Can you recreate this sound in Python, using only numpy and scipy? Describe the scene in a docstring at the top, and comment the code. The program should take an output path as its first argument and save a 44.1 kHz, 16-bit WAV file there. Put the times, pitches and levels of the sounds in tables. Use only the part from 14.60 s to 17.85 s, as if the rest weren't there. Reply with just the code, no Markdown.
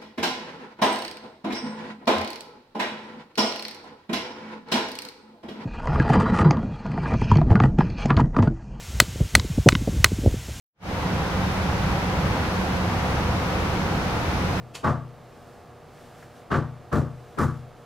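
"""The boom of an earlier knock dies over the hum and rush of a quiet house; a bright scuff, then a heavy
knock on a wooden front door, heard from inside; later a set of three, among soft swells of hiss.
Each knock is a dull touch of noise, a clack (crack, panel modes, noise clatter) and slow-building low modes.
The house is coloured noise plus sines; scuff, tick and swells are coloured noise under envelopes."""
import sys
import numpy as np
from scipy import signal
from scipy.fft import rfft, irfft, next_fast_len
from scipy.io import wavfile
from scipy.ndimage import map_coordinates

SR = 44100
rng = np.random.default_rng(int(sys.argv[2]) if len(sys.argv) > 2 else 0)


def put_to_file(sound):
    """Save the sound as 16-bit audio at rate SR, in the file named by the first command-line argument."""
    columns = np.atleast_2d(sound).T  # one column per channel
    safe = np.clip(columns, -1, 1)
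    whole_steps = np.round(safe * 32767)
    wavfile.write(sys.argv[1], SR, whole_steps.astype(np.int16))


N = 143325
LEFT_RIGHT = np.array([[1], [-1]])


def amp(db):
    """Decibels to gain."""
    return 10 ** (np.asarray(db) / 20)


def unit(x):
    """Scale to rms 1."""
    return x / np.sqrt(np.mean(x ** 2) + 1e-20)


def along(points, hz):
    """Interpolate (frequency [Hz], value) points on a log-frequency axis."""
    f, v = np.transpose(points)
    return np.interp(np.log(hz + 1), np.log(f + 1), v)


def since(start_s):
    """Seconds since start_s, for every sample."""
    return np.arange(N) / SR - start_s


def filtered(x, response):
    """Multiply the spectrum of x by a zero-phase response of frequency."""
    m = next_fast_len(N + SR // 2)
    gain = response(np.fft.rfftfreq(m, 1 / SR))
    return irfft(rfft(x, m) * gain, m)[..., :N]


def equalized(x, curve):
    """Filter x by (frequency [Hz], gain [dB]) points."""
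    return filtered(x, lambda hz: amp(along(curve, hz)))


def noise(spectrum, correlation):
    """Coloured stereo noise of rms 1; mid and side shares set the left-right correlation."""
    def mid_side_gain(hz):
        angle = np.arccos(np.clip(along(correlation, hz), -1, 1)) / 2
        return amp(along(spectrum, hz)) * [np.cos(angle), np.sin(angle)]
    mid, side = filtered(rng.standard_normal((2, N)), mid_side_gain)
    return unit(np.array([mid + side, mid - side]))


def panned(x, balance):
    """Tilt left against right by (frequency [Hz], left-right [dB]) points."""
    return filtered(x, lambda hz: amp(np.outer([.5, -.5], along(balance, hz))))


def wobble(rate_hz):
    """A smooth random curve through rate_hz knots per second."""
    knots = rng.standard_normal(int(N * rate_hz / SR) + 4)
    return map_coordinates(knots, [np.arange(N) * rate_hz / SR])


def grain(depth_db, rate_hz):
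    """Random roughness of level, rms 1."""
    return unit(amp(depth_db * wobble(rate_hz)))


def fade_in(t):
    """A smooth step from 0 to 1 just after t = 0, without a click."""
    edge_s = 0.0016
    return np.sin(np.pi / 2 * np.clip(t / edge_s, 0, 1)) ** 2


def ring(t, hz, db, t60_s, rise_s, spread_rad):
    """One mode that builds up and dies exponentially, random phase skew between microphones."""
    t = np.maximum(t, 0)
    skew_rad = spread_rad * rng.standard_normal() * LEFT_RIGHT
    envelope = amp(db - 60 * t / t60_s) * (1 - np.exp(-t / rise_s))
    return envelope * np.sin(2 * np.pi * hz * t + skew_rad)


def struck(start_s, source):
    """One second of a ringing source from start_s."""
    t, out = since(start_s), np.zeros((2, N))
    live = (t > 0) & (t < 1)
    out[:, live] = source(t[live])
    return out


# House rush spectrum: (frequency [Hz], relative density [dB])
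HOUSE_SPECTRUM = [(12, -50), (20, -9.5), (106, -3.5), (148, 1.5), (196, -6), (491, -3.5), (631, -8),
                  (705, -1.5), (958, -11), (1230, -9), (1500, -16.5), (1670, -14.5), (1820, -18.5),
                  (3350, -25), (15500, -39.5)]
# House rush likeness: (frequency [Hz], left-right correlation [-1..1])
HOUSE_CORRELATION = [(60, 1), (240, .9), (600, 0.87), (1400, 0.93), (2200, 0.99), (4400, 1), (5600, 0.5),
                     (15000, 0.15)]
# House stereo balance: (frequency [Hz], left-right [dB])
HOUSE_BALANCE = [(40, 5), (120, -2), (240, 5), (480, -0.5), (950, -2), (2500, -0.5), (15000, -.5)]
# Appliance hum lines: (frequency [Hz], rms level before balance [dB])
HUM_LINES = [(86, -62.5), (119.6, -59), (240, -64.5), (479.3, -59.5), (598.5, -61), (694.5, -64.5)]


def house():
    """Steady rush of air plus the sine lines of an appliance's hum, phase-skewed between microphones."""
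    rush_db, spread_rad = -49, 0.12
    out = amp(rush_db) * noise(HOUSE_SPECTRUM, HOUSE_CORRELATION)
    for hz, db in HUM_LINES:
        skew_rad = spread_rad * rng.standard_normal() * LEFT_RIGHT
        phase_rad = 2 * np.pi * (hz * since(0) + rng.random()) + skew_rad
        out = out + amp(db) * np.sqrt(2) * np.sin(phase_rad)
    return panned(out, HOUSE_BALANCE)


# Swells of hiss: (middle [s], Gaussian sigma [s], level [dB])
RUSTLE_SWELLS = [(0.865, 0.17, -62), (1.424, 0.096, -58), (1.618, 0.052, -58), (1.78, 0.046, -59),
                 (2.73, 0.17, -62.5), (2.965, .05, -64.5), (3.217, 0.066, -66.5)]
# Hiss spectrum: (frequency [Hz], relative density [dB])
RUSTLE_SPECTRUM = [(500, -26), (1400, 14.5), (2500, 4), (5000, 2), (8000, -2), (11000, -5), (15000, -10)]


def rustle():
    """Soft Gaussian swells of hiss, like clothing shifting."""
    swell = sum(amp(db) * np.exp(-.5 * (since(middle_s) / sigma_s) ** 2)
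                for middle_s, sigma_s, db in RUSTLE_SWELLS)
    return swell * noise(RUSTLE_SPECTRUM, [(2000, 1.0), (8000, 0.79)])


# Tick spectrum: (frequency [Hz], relative density [dB])
TICK_SPECTRUM = [(800, -18), (1650, 7), (2400, -11), (3500, -21), (8000, -32)]
# Likeness of door noises and tick: (frequency [Hz], left-right correlation [-1..1])
DOOR_CORRELATION = [(300, 1), (1200, 0.98), (2500, 1), (5000, 1), (8000, 0.33), (13000, 0.97)]


def tick():
    """A faint tick of wood: a noise burst with abrupt onset and exponential decay."""
    start_s, level_db, t60_s = 1.626, -45.5, 0.078
    t = since(start_s)
    envelope = (t > 0) * amp(level_db - 60 * abs(t) / t60_s)
    return envelope * noise(TICK_SPECTRUM, DOOR_CORRELATION)


# Scuff spectrum: (frequency [Hz], relative density [dB])
SCUFF_SPECTRUM = [(350, -7), (800, -6), (1100, -0.5), (1600, -8), (2500, -7), (4600, -7), (7500, -9.5),
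                  (9500, -13.5), (12000, -19), (15000, -31)]
# Scuff resonances: (frequency [Hz], width [Hz], lift [dB])
SCUFF_RESONANCES = [(2590, 230, 10.5), (3100, 220, 10.5), (4540, 140, 8), (5530, 120, 0), (6830, 100, 8)]


def scuff():
    """A quick bright scuff: resonant noise, rising and falling exponentially into a room tail."""
    peak_s, level_db, rise_t60_s, fall_t60_s = 0.1533, -35, 0.034, 0.12
    room_db, room_t60_s = -4.5, .25  # room_db relative to the stroke
    t = since(peak_s)
    before, after = np.maximum(-t, 0), np.maximum(t, 0)
    rise = amp(-60 * before / rise_t60_s)
    fall = np.hypot(amp(-60 * after / fall_t60_s), amp(room_db - 60 * after / room_t60_s))

    def resonances(f):
        return amp(sum(db / (1 + (2 * (f - hz) / width) ** 2) for hz, width, db in SCUFF_RESONANCES))

    hiss = unit(filtered(noise(SCUFF_SPECTRUM, [(2000, 1.0), (8000, 0.8)]), resonances))
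    return amp(level_db) * rise * fall * hiss * grain(depth_db=1, rate_hz=500)


# Low modes of door and room: (frequency [Hz], level [dB], t60 [s], build-up time constant [s])
BOOM_MODES = [(72.7, -25.5, 0.5, 0.12), (86.8, -15, 0.37, 0.029), (108.9, -25.5, 0.38, 0.011),
              (124.8, -17.5, 0.66, 0.034), (136.44, -10.5, 0.23, 0.034), (152.1, -9, 0.4, 0.094),
              (211.1, -19, 0.29, 0.019), (220.4, -41.5, 0.8, 0.04), (240.6, -23, 0.482, 0.021),
              (259.2, -22.5, 0.31, 0.0091), (312.2, -30.5, 0.47, 0.0074), (333.7, -25, 0.15, 0.0113),
              (348.4, -23, 0.31, 0.021)]


def boom(t):
    """Low modes, nearly alike at every blow, beating as they fade; the door also pushes the room's air."""
    scatter_db, spread_rad = 0.25, .09
    out = ring(t, 29.3, -36, 0.97, 0.024, spread_rad)  # air push
    for hz, db, t60_s, rise_s in BOOM_MODES:
        out = out + ring(t, hz, db + scatter_db * rng.standard_normal(), t60_s, rise_s, spread_rad)
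    return out


# Door panel modes: (frequency [Hz], level [dB], t60 [s])
PANEL_MODES = [(399, -31, 0.21), (458, -40, 0.57), (543, -35, 0.26), (580.6, -37.5, 0.32),
               (676, -41.5, 0.54), (775, -51, 0.35), (853, -38, 0.36), (893, -42, 0.6), (1010, -61, 0.094),
               (1099, -35.5, 0.11), (1142, -26.5, 0.32), (1173, -28, 0.32), (1280, -32, .28),
               (1362, -48, 0.38), (1516, -36, 0.16), (1668, -38, .28), (1874, -41.5, 0.23)]


def panels(t):
    """Panel modes, each with random level and a random delay under one cycle at every blow."""
    rise_s, scatter_db, spread_rad = 0.0052, 2.5, .28
    out = 0
    for hz, db, t60_s in PANEL_MODES:
        delay_s = rng.random() / hz
        mode_db = db + scatter_db * rng.standard_normal()
        out = out + ring(t - delay_s, hz, mode_db, t60_s, rise_s, spread_rad)
    return out


# Crack spectrum: (frequency [Hz], relative density [dB])
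CRACK_SPECTRUM = [(150, -15), (330, 0), (560, -5), (800, -9), (1050, 3.5), (1220, 1.5), (1450, 2),
                  (1800, -4.5), (2600, -17.5), (5000, -25), (10000, -33), (15000, -37)]


def crack(t):
    """A decaying noise burst and its strong reflection."""
    level_db, t60_s, reflection_s, reflection_db = -24.5, 0.077, .027, -3.5

    def burst(t):
        return fade_in(t) * amp(level_db - 60 * abs(t) / t60_s)

    envelope = burst(t) + amp(reflection_db) * burst(t - reflection_s)
    return envelope * noise(CRACK_SPECTRUM, DOOR_CORRELATION)


# Clatter spectrum: (frequency [Hz], relative density [dB])
CLATTER_SPECTRUM = [(120, -0.5), (250, -5), (340, 3), (430, -0.5), (560, -0.5), (750, -4.5), (950, -5.5),
                    (1180, 1), (1500, -5.5), (1800, -10.5), (2200, -19.5), (3000, -24), (5000, -28.5),
                    (7500, -32), (11000, -42), (15000, -47)]
# Clatter decay: (frequency [Hz], t60 [s])
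CLATTER_T60 = [(300, 0.21), (1200, 0.35), (2500, .33), (6000, 0.31), (13000, 0.24)]
# Level plateau before the decay: (frequency [Hz], hold [s])
CLATTER_HOLD = [(300, 0.073), (1200, 0.039), (2500, 0.035), (10000, 0.061)]


def clatter(start_s):
    """Dense wooden noise that holds, then dies in the room at a rate set per STFT band."""
    level_db = -25
    hz, frame_s, z = signal.stft(noise(CLATTER_SPECTRUM, DOOR_CORRELATION), SR, nperseg=256)
    late_s = np.maximum(frame_s - start_s - along(CLATTER_HOLD, hz)[:, None], 0)
    decay = amp(-60 * late_s / along(CLATTER_T60, hz)[:, None])
    body = signal.istft(z * decay, SR, nperseg=256)[1][:, :N]
    return amp(level_db) * body * grain(depth_db=1, rate_hz=220) * fade_in(since(start_s))


def clack(start_s):
    """Crack with its reflection, panel modes and clatter of one blow."""
    return crack(since(start_s)) + struck(start_s, panels) + clatter(start_s)


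# First dull touch: (frequency [Hz], relative density [dB])
TOUCH_SPECTRUM = [(80, -13), (250, 4.5), (700, -10), (1200, 0), (1600, -10.5), (2200, -22), (6000, -37),
                  (15000, -55)]
# Blows: (time [s], boom gain [dB], lead-in [s], then six clack gains [dB], one per COLOUR_HZ)
KNOCKS = [(.243, -1.2, 0.013, -7, 5.5, 5, 1, -1, -4), (1.914, -1.4, 0.013, -0.5, 0, 0, 1.6, 0.5, -5),
          (2.327, -0.65, 0.012, 1.5, 0, -2.5, -3.5, -4.5, -1),
          (2.786, -0.23, .014, -1.5, -7, -0.5, 1, -4.5, 3)]
# Bands of the clack colour set by how the hand lands: (frequency [Hz])
COLOUR_HZ = [420, 630, 880, 1400, 3000, 9000]
# Gentle bass cut, deepest near 45 Hz: (frequency [Hz], gain [dB])
BASS_CUT = [(30, -6), (45, -9), (60, -4), (75, 0)]
# Door stereo balance: (frequency [Hz], left-right [dB])
DOOR_BALANCE = [(80, 1), (125, 3.5), (155, 4.4), (230, 8), (320, 2.5), (420, 5), (560, 3), (830, -0.2),
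                (1200, 0), (1800, 1), (4000, -1.2), (10000, 1.5)]


def door():
    """Each blow: a short dull lead-in, a clack coloured by how the hand lands, and the boom."""
    touch_db = -27
    touch = amp(touch_db) * noise(TOUCH_SPECTRUM, [(300, 0.21)])
    out = amp(-1.5) * struck(-.215, boom)  # an earlier knock, still dying
    for start_s, boom_db, lead_s, *colour_db in KNOCKS:
        t = since(start_s)
        out += touch * np.clip(1 + t / lead_s, 0, 1) ** 0.99 * (1 - fade_in(t))
        out += equalized(clack(start_s), list(zip(COLOUR_HZ, colour_db)))
        out += amp(boom_db) * struck(start_s, boom)
    return panned(equalized(out, BASS_CUT), DOOR_BALANCE)


def scene():
    """The door over the quiet of the house."""
    return house() + rustle() + tick() + scuff() + door()


def record(dry, ceiling_db=-6, hardness=5):
    """Round the highest peaks, then cut everything above the band limit."""
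    top_hz = 15650
    rounded = dry / (1 + abs(dry / amp(ceiling_db)) ** hardness) ** (1 / hardness)
    return filtered(rounded, lambda hz: hz < top_hz)


dry = scene()
out = record(dry)
put_to_file(out)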